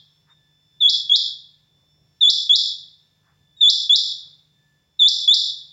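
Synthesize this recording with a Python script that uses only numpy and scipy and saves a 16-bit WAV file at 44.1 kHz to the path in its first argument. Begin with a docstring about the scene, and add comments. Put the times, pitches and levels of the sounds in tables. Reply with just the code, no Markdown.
"""A caged quail repeats a two-note call in a quiet tiled room: a long sagging whistle, then a short one.
Each note is a near sine with faint overtones, shaped by the throat, and ends in a steep upward flick.
Noise-seeded echoes and a diffuse tail ring on after every flick; tiny gliding peeps come between calls.
Sine tones make an appliance's faint whine and hum; filtered noise makes air, rumble and soft rustles.
The recorder's limiter ducks everything under the calls."""
import sys
import numpy as np
from scipy import signal
from scipy.fft import rfft, irfft, next_fast_len
from scipy.io import wavfile
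from scipy.ndimage import uniform_filter1d

SR = 44100
rng = np.random.default_rng(int(sys.argv[2]) if len(sys.argv) > 2 else 0)


def generate_wav(sig):
    """Save sig (samples, or channels by samples) to the path in sys.argv[1] as 16-bit PCM at SR."""
    pcm = np.round(np.clip(np.atleast_2d(sig).T, -1, 1) * 32767).astype(np.int16)
    wavfile.write(sys.argv[1], SR, pcm)


N = 252252
LEAD = SR   # samples of run-in, in which an earlier note still rings
TIME = np.arange(-LEAD, N) / SR   # seconds


def from_db(db):
    """Decibels to gain."""
    return 10 ** (np.asarray(db) / 20)


def rms_one(x):
    """Scale to unit power."""
    return x / np.sqrt(np.mean(x ** 2) + 1e-20)


def fade(share):
    """Smooth ramp from 0 to 1."""
    return np.sin(np.pi / 2 * np.clip(share, 0, 1)) ** 2


def at_hz(points, hz):
    """Read a table on a log-frequency axis."""
    points = np.array(points)
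    return np.interp(np.log(np.maximum(hz, 1)), np.log(points[:, 0]), points[:, 1])


def coloured(x, spectrum):
    """Filter by a smooth curve of dB over Hz."""
    size = next_fast_len(len(x))
    gain = from_db(at_hz(spectrum, np.fft.rfftfreq(size, 1 / SR)))
    return irfft(rfft(x, size) * gain, size)[:len(x)]


def noise(spectrum):
    """Unit-power noise of a given colour."""
    return rms_one(coloured(rng.standard_normal(len(TIME)), spectrum))


def drift(rate_hz):
    """Slow random wander with spread 1: noise through two one-pole lowpasses."""
    step, settle = 40, 2000   # samples per drawn value; values dropped while the filter settles
    r = np.exp(-2 * np.pi * step * rate_hz / SR)
    draws = rng.standard_normal(len(TIME) // step + settle + 2)
    slow = signal.lfilter([1], [1, -2 * r, r * r], draws)[settle:]
    return np.interp(np.arange(len(TIME)) / step, np.arange(len(slow)), rms_one(slow))


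# Colour of the room air. Each row: frequency in Hz, relative density in dB per Hz.
AIR_COLOUR = [(100, 1), (700, -7), (900, 2), (1200, -1), (3000, -0.5), (4800, 0), (5280, 2.5), (5550, -3),
              (5850, 0), (6600, -7), (7250, 0.5), (7650, -12), (13000, -13), (15500, -8)]
AIR_DB = -73


def room_air():
    """Broad room noise whose level wanders slightly."""
    return noise(AIR_COLOUR) * from_db(AIR_DB + 0.66 * drift(3.7))


# Colour of the distant household rumble. Each row: frequency in Hz, relative density in dB per Hz.
RUMBLE_COLOUR = [(25, -26.5), (60, -1.5), (100, 0), (150, 4.5), (210, -7.5), (320, -13), (550, -14.5),
                 (1000, -21), (2000, -58.5)]
RUMBLE_DB = -69   # before the slow swell


def household_rumble():
    """Low noise whose level wavers."""
    return noise(RUMBLE_COLOUR) * from_db(RUMBLE_DB + 2 * drift(9))


def steady_lines(lines, waver_db, waver_hz):
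    """Electrical tones, each a sine wavering a little in level and pitch."""
    out = np.zeros(len(TIME))
    for hz, db in lines:
        level = np.sqrt(2) * from_db(db + waver_db * drift(1.3))   # root 2 turns rms into peak
        pitch = hz + waver_hz * drift(23)
        out += level * np.sin(2 * np.pi * np.cumsum(pitch) / SR)
    return out


# Low tones of the appliance. Each row: pitch in Hz, rms level in dB before the waver and swell.
HUM_LINES = [(100.5, -79.5), (150.7, -71), (301.5, -87)]


def appliance_hum():
    """Low electrical tones, almost steady."""
    return steady_lines(HUM_LINES, waver_db=2.0, waver_hz=1.1)


# High tones of the appliance. Each row: pitch in Hz, rms level in dB before the waver and WHINE_DB.
WHINE_LINES = [(1745, -82), (3435, -84), (3505, -69), (3557, -76), (3607, -81), (5190, -87.5),
               (5399, -80.5), (7165, -94)]
WHINE_DB = -2.5   # trim of all the lines


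def appliance_whine():
    """High electrical tones that come and go in level."""
    return from_db(WHINE_DB) * steady_lines(WHINE_LINES, waver_db=6.5, waver_hz=2.6)


SWELL_DB, SWELL_RATE_HZ = 1.06, 0.97


def household_swell():
    """Slow random wander of gain, shared by the hum and rumble."""
    return from_db(SWELL_DB * drift(SWELL_RATE_HZ))


# Faint rustles. Each row: middle in seconds, half length in seconds (the spread of the bell-shaped
# swell), rms level in dB at its height, centre in Hz, width in octaves.
RUSTLE_SWELLS = [(0.305, 0.021, -61.5, 1330, 1.1), (1.298, 0.02, -67.5, 1560, .35),
                 (1.816, 0.039, -76, 650, 1.7), (3.295, 0.041, -67.5, 1160, 1.2),
                 (4.27, 0.06, -74.5, 993, 1.9)]


def rustles():
    """Brief soft swells of noise, each in a band of its own."""
    out = np.zeros(len(TIME))
    for middle, half, level_db, centre_hz, octaves in RUSTLE_SWELLS:
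        edges_hz = centre_hz * 2 ** (np.array([-.5, .5]) * octaves)
        band = signal.butter(3, edges_hz, "band", fs=SR, output="sos")
        swell = from_db(level_db) * np.exp(-.5 * ((TIME - middle) / half) ** 2)
        out += swell * rms_one(signal.sosfilt(band, rng.standard_normal(len(TIME))))
    return out


# Ring time of the diffuse tail. Each row: frequency in Hz, time to fall 60 dB in seconds.
TAIL_T60 = [(1000, 0.26), (3500, 0.58), (5300, 0.5), (7200, 0.49), (11000, 0.16), (15000, 0.1)]
TAIL_DB = -18   # energy of the tail against the bird's own sound
EARLY_DB, EARLY_T60 = -1.5, 0.3   # energy of the echoes likewise, and their 60 dB fall in seconds
ECHOES_PER_S = 1500


def room(x, early_build_s, build_s):
    """Strong echoes from floor and near walls, then a weaker diffuse tail that rings longest in mid-treble."""
    t = np.arange(SR) / SR
    fall_60_db = np.log(1000)
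    hz, _, frames = signal.stft(rng.standard_normal(SR), SR, nperseg=256)
    ages = np.linspace(0, 1, frames.shape[1])
    decay = np.exp(-fall_60_db * ages / at_hz(TAIL_T60, hz)[:, None])
    tail = signal.istft(frames * decay, SR)[1][:SR]
    tail *= 1 - np.exp(-(t / build_s) ** 2)
    echoes = rng.standard_normal(SR) * (rng.random(SR) < ECHOES_PER_S / SR)
    echoes *= np.exp(-fall_60_db * t / EARLY_T60)
    echoes *= 1 - np.exp(-t / early_build_s)
    response = from_db(TAIL_DB) * tail / np.linalg.norm(tail)
    response += from_db(EARLY_DB) * echoes / np.linalg.norm(echoes)
    return signal.fftconvolve(x, response)[:len(x)]


# The bird faces away, so the flick reaches the walls more strongly than the microphone.
# Each row: frequency in Hz, gain of the direct sound in dB.
DIRECT_COLOUR = [(3000, 0), (3700, 0), (4500, -2), (5600, -1), (7000, 0), (15000, 0)]


def bird_in_room(bird):
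    """Direct sound of the turned-away bird plus the room's answer."""
    return coloured(bird, DIRECT_COLOUR) + room(bird, early_build_s=0.0063, build_s=0.023)


# Soft peeps. Each row: start in seconds, length in seconds, first pitch in Hz, last pitch in Hz,
# level in dB at the bird.
PEEP_GLIDES = [(0.293, 0.046, 3602, 3682, -56), (3.562, 0.057, 3830, 3540, -47)]


def peeps(overtone_db):
    """Tiny gliding notes between the calls, a sine and its octave."""
    out = np.zeros(len(TIME))
    for start, length, first_hz, last_hz, level_db in PEEP_GLIDES:
        span = (TIME >= start) & (TIME < start + length)
        pitch = np.linspace(first_hz, last_hz, span.sum())
        phase = 2 * np.pi * np.cumsum(pitch) / SR
        tone = np.sin(phase) + from_db(overtone_db) * np.sin(2 * phase)
        out[span] += from_db(level_db) * signal.windows.tukey(span.sum(), .5) * tone
    return out


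# Every note is one gesture, timed back from its end; a short note joins it later
# and so misses the opening sag.
LONG_S, SHORT_S = .106, .079   # note lengths
DIP_LEAD_S = .056   # pitch is lowest about this long before the end of a long note
DIP_LEAD_SHORTENING = .55   # a short note dips earlier by this share of the length it lacks
BEND_HZ_PER_S2 = 150000   # curvature of the pitch around its dip
SCOOP_HZ, SCOOP_S = 500, 0.0018   # the voice drops onto the note from above
FLICK_RISE_HZ = 3873   # the flick grows exponentially up to this height, then holds it
FLICK_GROWTH_S, FLICK_HOLD_S = .0045, .0053


def pitch_rise(left, length):
    """Hz above a note's lowest pitch by the seconds left: a quick drop, a shallow bowl, then the flick."""
    dip = DIP_LEAD_S + DIP_LEAD_SHORTENING * (LONG_S - length)
    bowl = BEND_HZ_PER_S2 * (left - dip) ** 2
    flick = FLICK_RISE_HZ * np.exp((FLICK_HOLD_S - left) / FLICK_GROWTH_S)
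    scoop = SCOOP_HZ * np.exp((left - length) / SCOOP_S)
    rise = np.minimum(scoop + bowl + flick, FLICK_RISE_HZ)
    return uniform_filter1d(rise, size=48)   # round the corners over about 1 ms


EFFORT_LEAD_S = 0.045   # effort peaks this long before the end, apart from the flick's extra strength
EFFORT_ARCH_DB_PER_S2 = 4797   # how fast it falls away on both sides
ATTACK_S, RELEASE_S = 0.0091, 0.0063
WAVER_HZ = 8   # spread of the random pitch waver
FLICK_OVERTONE_DB = 11.5   # overtones gain this much per octave of the flick
# Overtones of the syrinx. Each row: multiple of the pitch, level in dB before effort, flick and throat.
SYRINX_OVERTONES = [(2, -24), (3, -24), (4, -42)]
# Throat and beak pass the flick best, with a second peak an octave above the whistle.
# Each row: frequency in Hz for a note whose lowest pitch is THROAT_PITCH_HZ, gain in dB.
THROAT_COLOUR = [(3400, -4.5), (4000, -2.5), (4800, 2.5), (5500, 4.5), (5900, -7.5), (6300, -37.5),
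                 (6750, -18.5), (7250, -11), (7520, -17.5), (8500, -30), (10300, -44), (13000, -45),
                 (14600, -26.5), (16000, -36.5)]
THROAT_PITCH_HZ = 3445
# The calls, a long and a short note to each, after a lone short note in the run-in.
# Each row: start in seconds, length in seconds, lowest pitch in Hz (before the waver), level in dB
# (before throat and room), extra strength of the flick in dB per octave.
CALLS = [(-0.45, SHORT_S, 3257, 7, -2.5), (0.802, LONG_S, 3368, 0.5, -1), (1.093, SHORT_S, 3308, 2, -1),
         (2.206, LONG_S, 3417, 5.5, 0), (2.491, SHORT_S, 3349, 5.5, 2.5), (3.605, LONG_S, 3420, 6.5, 0),
         (3.892, SHORT_S, 3379, 6.5, 2), (4.990, LONG_S, 3441, 6.5, 1.5), (5.275, SHORT_S, 3396, 8, -0.5)]


def whistles(brightening):
    """The syrinx gives a near sine that follows the same gesture in every note; effort adds overtones."""
    out, waver = np.zeros(len(TIME)), WAVER_HZ * drift(73)
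    for start, length, lowest_hz, level_db, flick_db in CALLS:
        span = (TIME >= start) & (TIME < start + length)
        age = TIME[span] - start
        left = length - age
        pitch = lowest_hz + pitch_rise(left, length) + waver[span]
        phase = 2 * np.pi * np.cumsum(pitch) / SR
        octaves_up = np.log2(pitch / lowest_hz)
        arch_db = EFFORT_ARCH_DB_PER_S2 * (left - EFFORT_LEAD_S) ** 2
        effort_db = level_db - arch_db + flick_db * octaves_up
        edge_db = brightening * effort_db + FLICK_OVERTONE_DB * octaves_up
        in_throat = pitch * THROAT_PITCH_HZ / lowest_hz   # the throat tightens with the pitch of the note
        tone = from_db(at_hz(THROAT_COLOUR, in_throat)) * np.sin(phase)
        for k, db in SYRINX_OVERTONES:
            gain = from_db(db + edge_db + at_hz(THROAT_COLOUR, k * in_throat))
            tone += gain * np.sin(k * phase) * (k * pitch < SR / 2)   # silent where it would alias
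        out[span] += tone * from_db(effort_db) * fade(age / ATTACK_S) * fade(left / RELEASE_S)
    return out


def limiter(x, ceiling_db, release_db_per_s):
    """Every 20 ms the gain steps down to fit the coming peak, holds for one more step, then climbs back."""
    block = SR // 50
    peaks = np.abs(np.pad(x, (0, -len(x) % block))).reshape(-1, block).max(axis=1)
    held = np.maximum(peaks, np.roll(peaks, 1))
    over_db = np.maximum(20 * np.log10(held + 1e-9) - ceiling_db, 0)
    excess_db = np.repeat(over_db, block)[:len(x)]
    release_db = release_db_per_s * TIME
    cut_db = np.maximum.accumulate(excess_db + release_db) - release_db
    return x * from_db(-uniform_filter1d(cut_db, size=80))   # each step is a short ramp


def scene():
    """The bird in its room, over the household floor."""
    background = room_air() + appliance_whine() + rustles()
    background += household_swell() * (appliance_hum() + household_rumble())
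    bird = whistles(brightening=0.96) + peeps(overtone_db=-20.5)
    return (background + bird_in_room(bird))[None, LEAD:]


CUTOFF_HZ = 15900


def record(dry):
    """The limiter holds the calls level; a steep lowpass cuts the top."""
    held = limiter(np.pad(dry[0], (LEAD, 0)), ceiling_db=-5.0, release_db_per_s=129.5)[LEAD:]
    lowpass = signal.cheby1(12, .3, CUTOFF_HZ, fs=SR, output="sos")
    return signal.sosfilt(lowpass, held)[None]


dry = scene()
out = record(dry)
generate_wav(out)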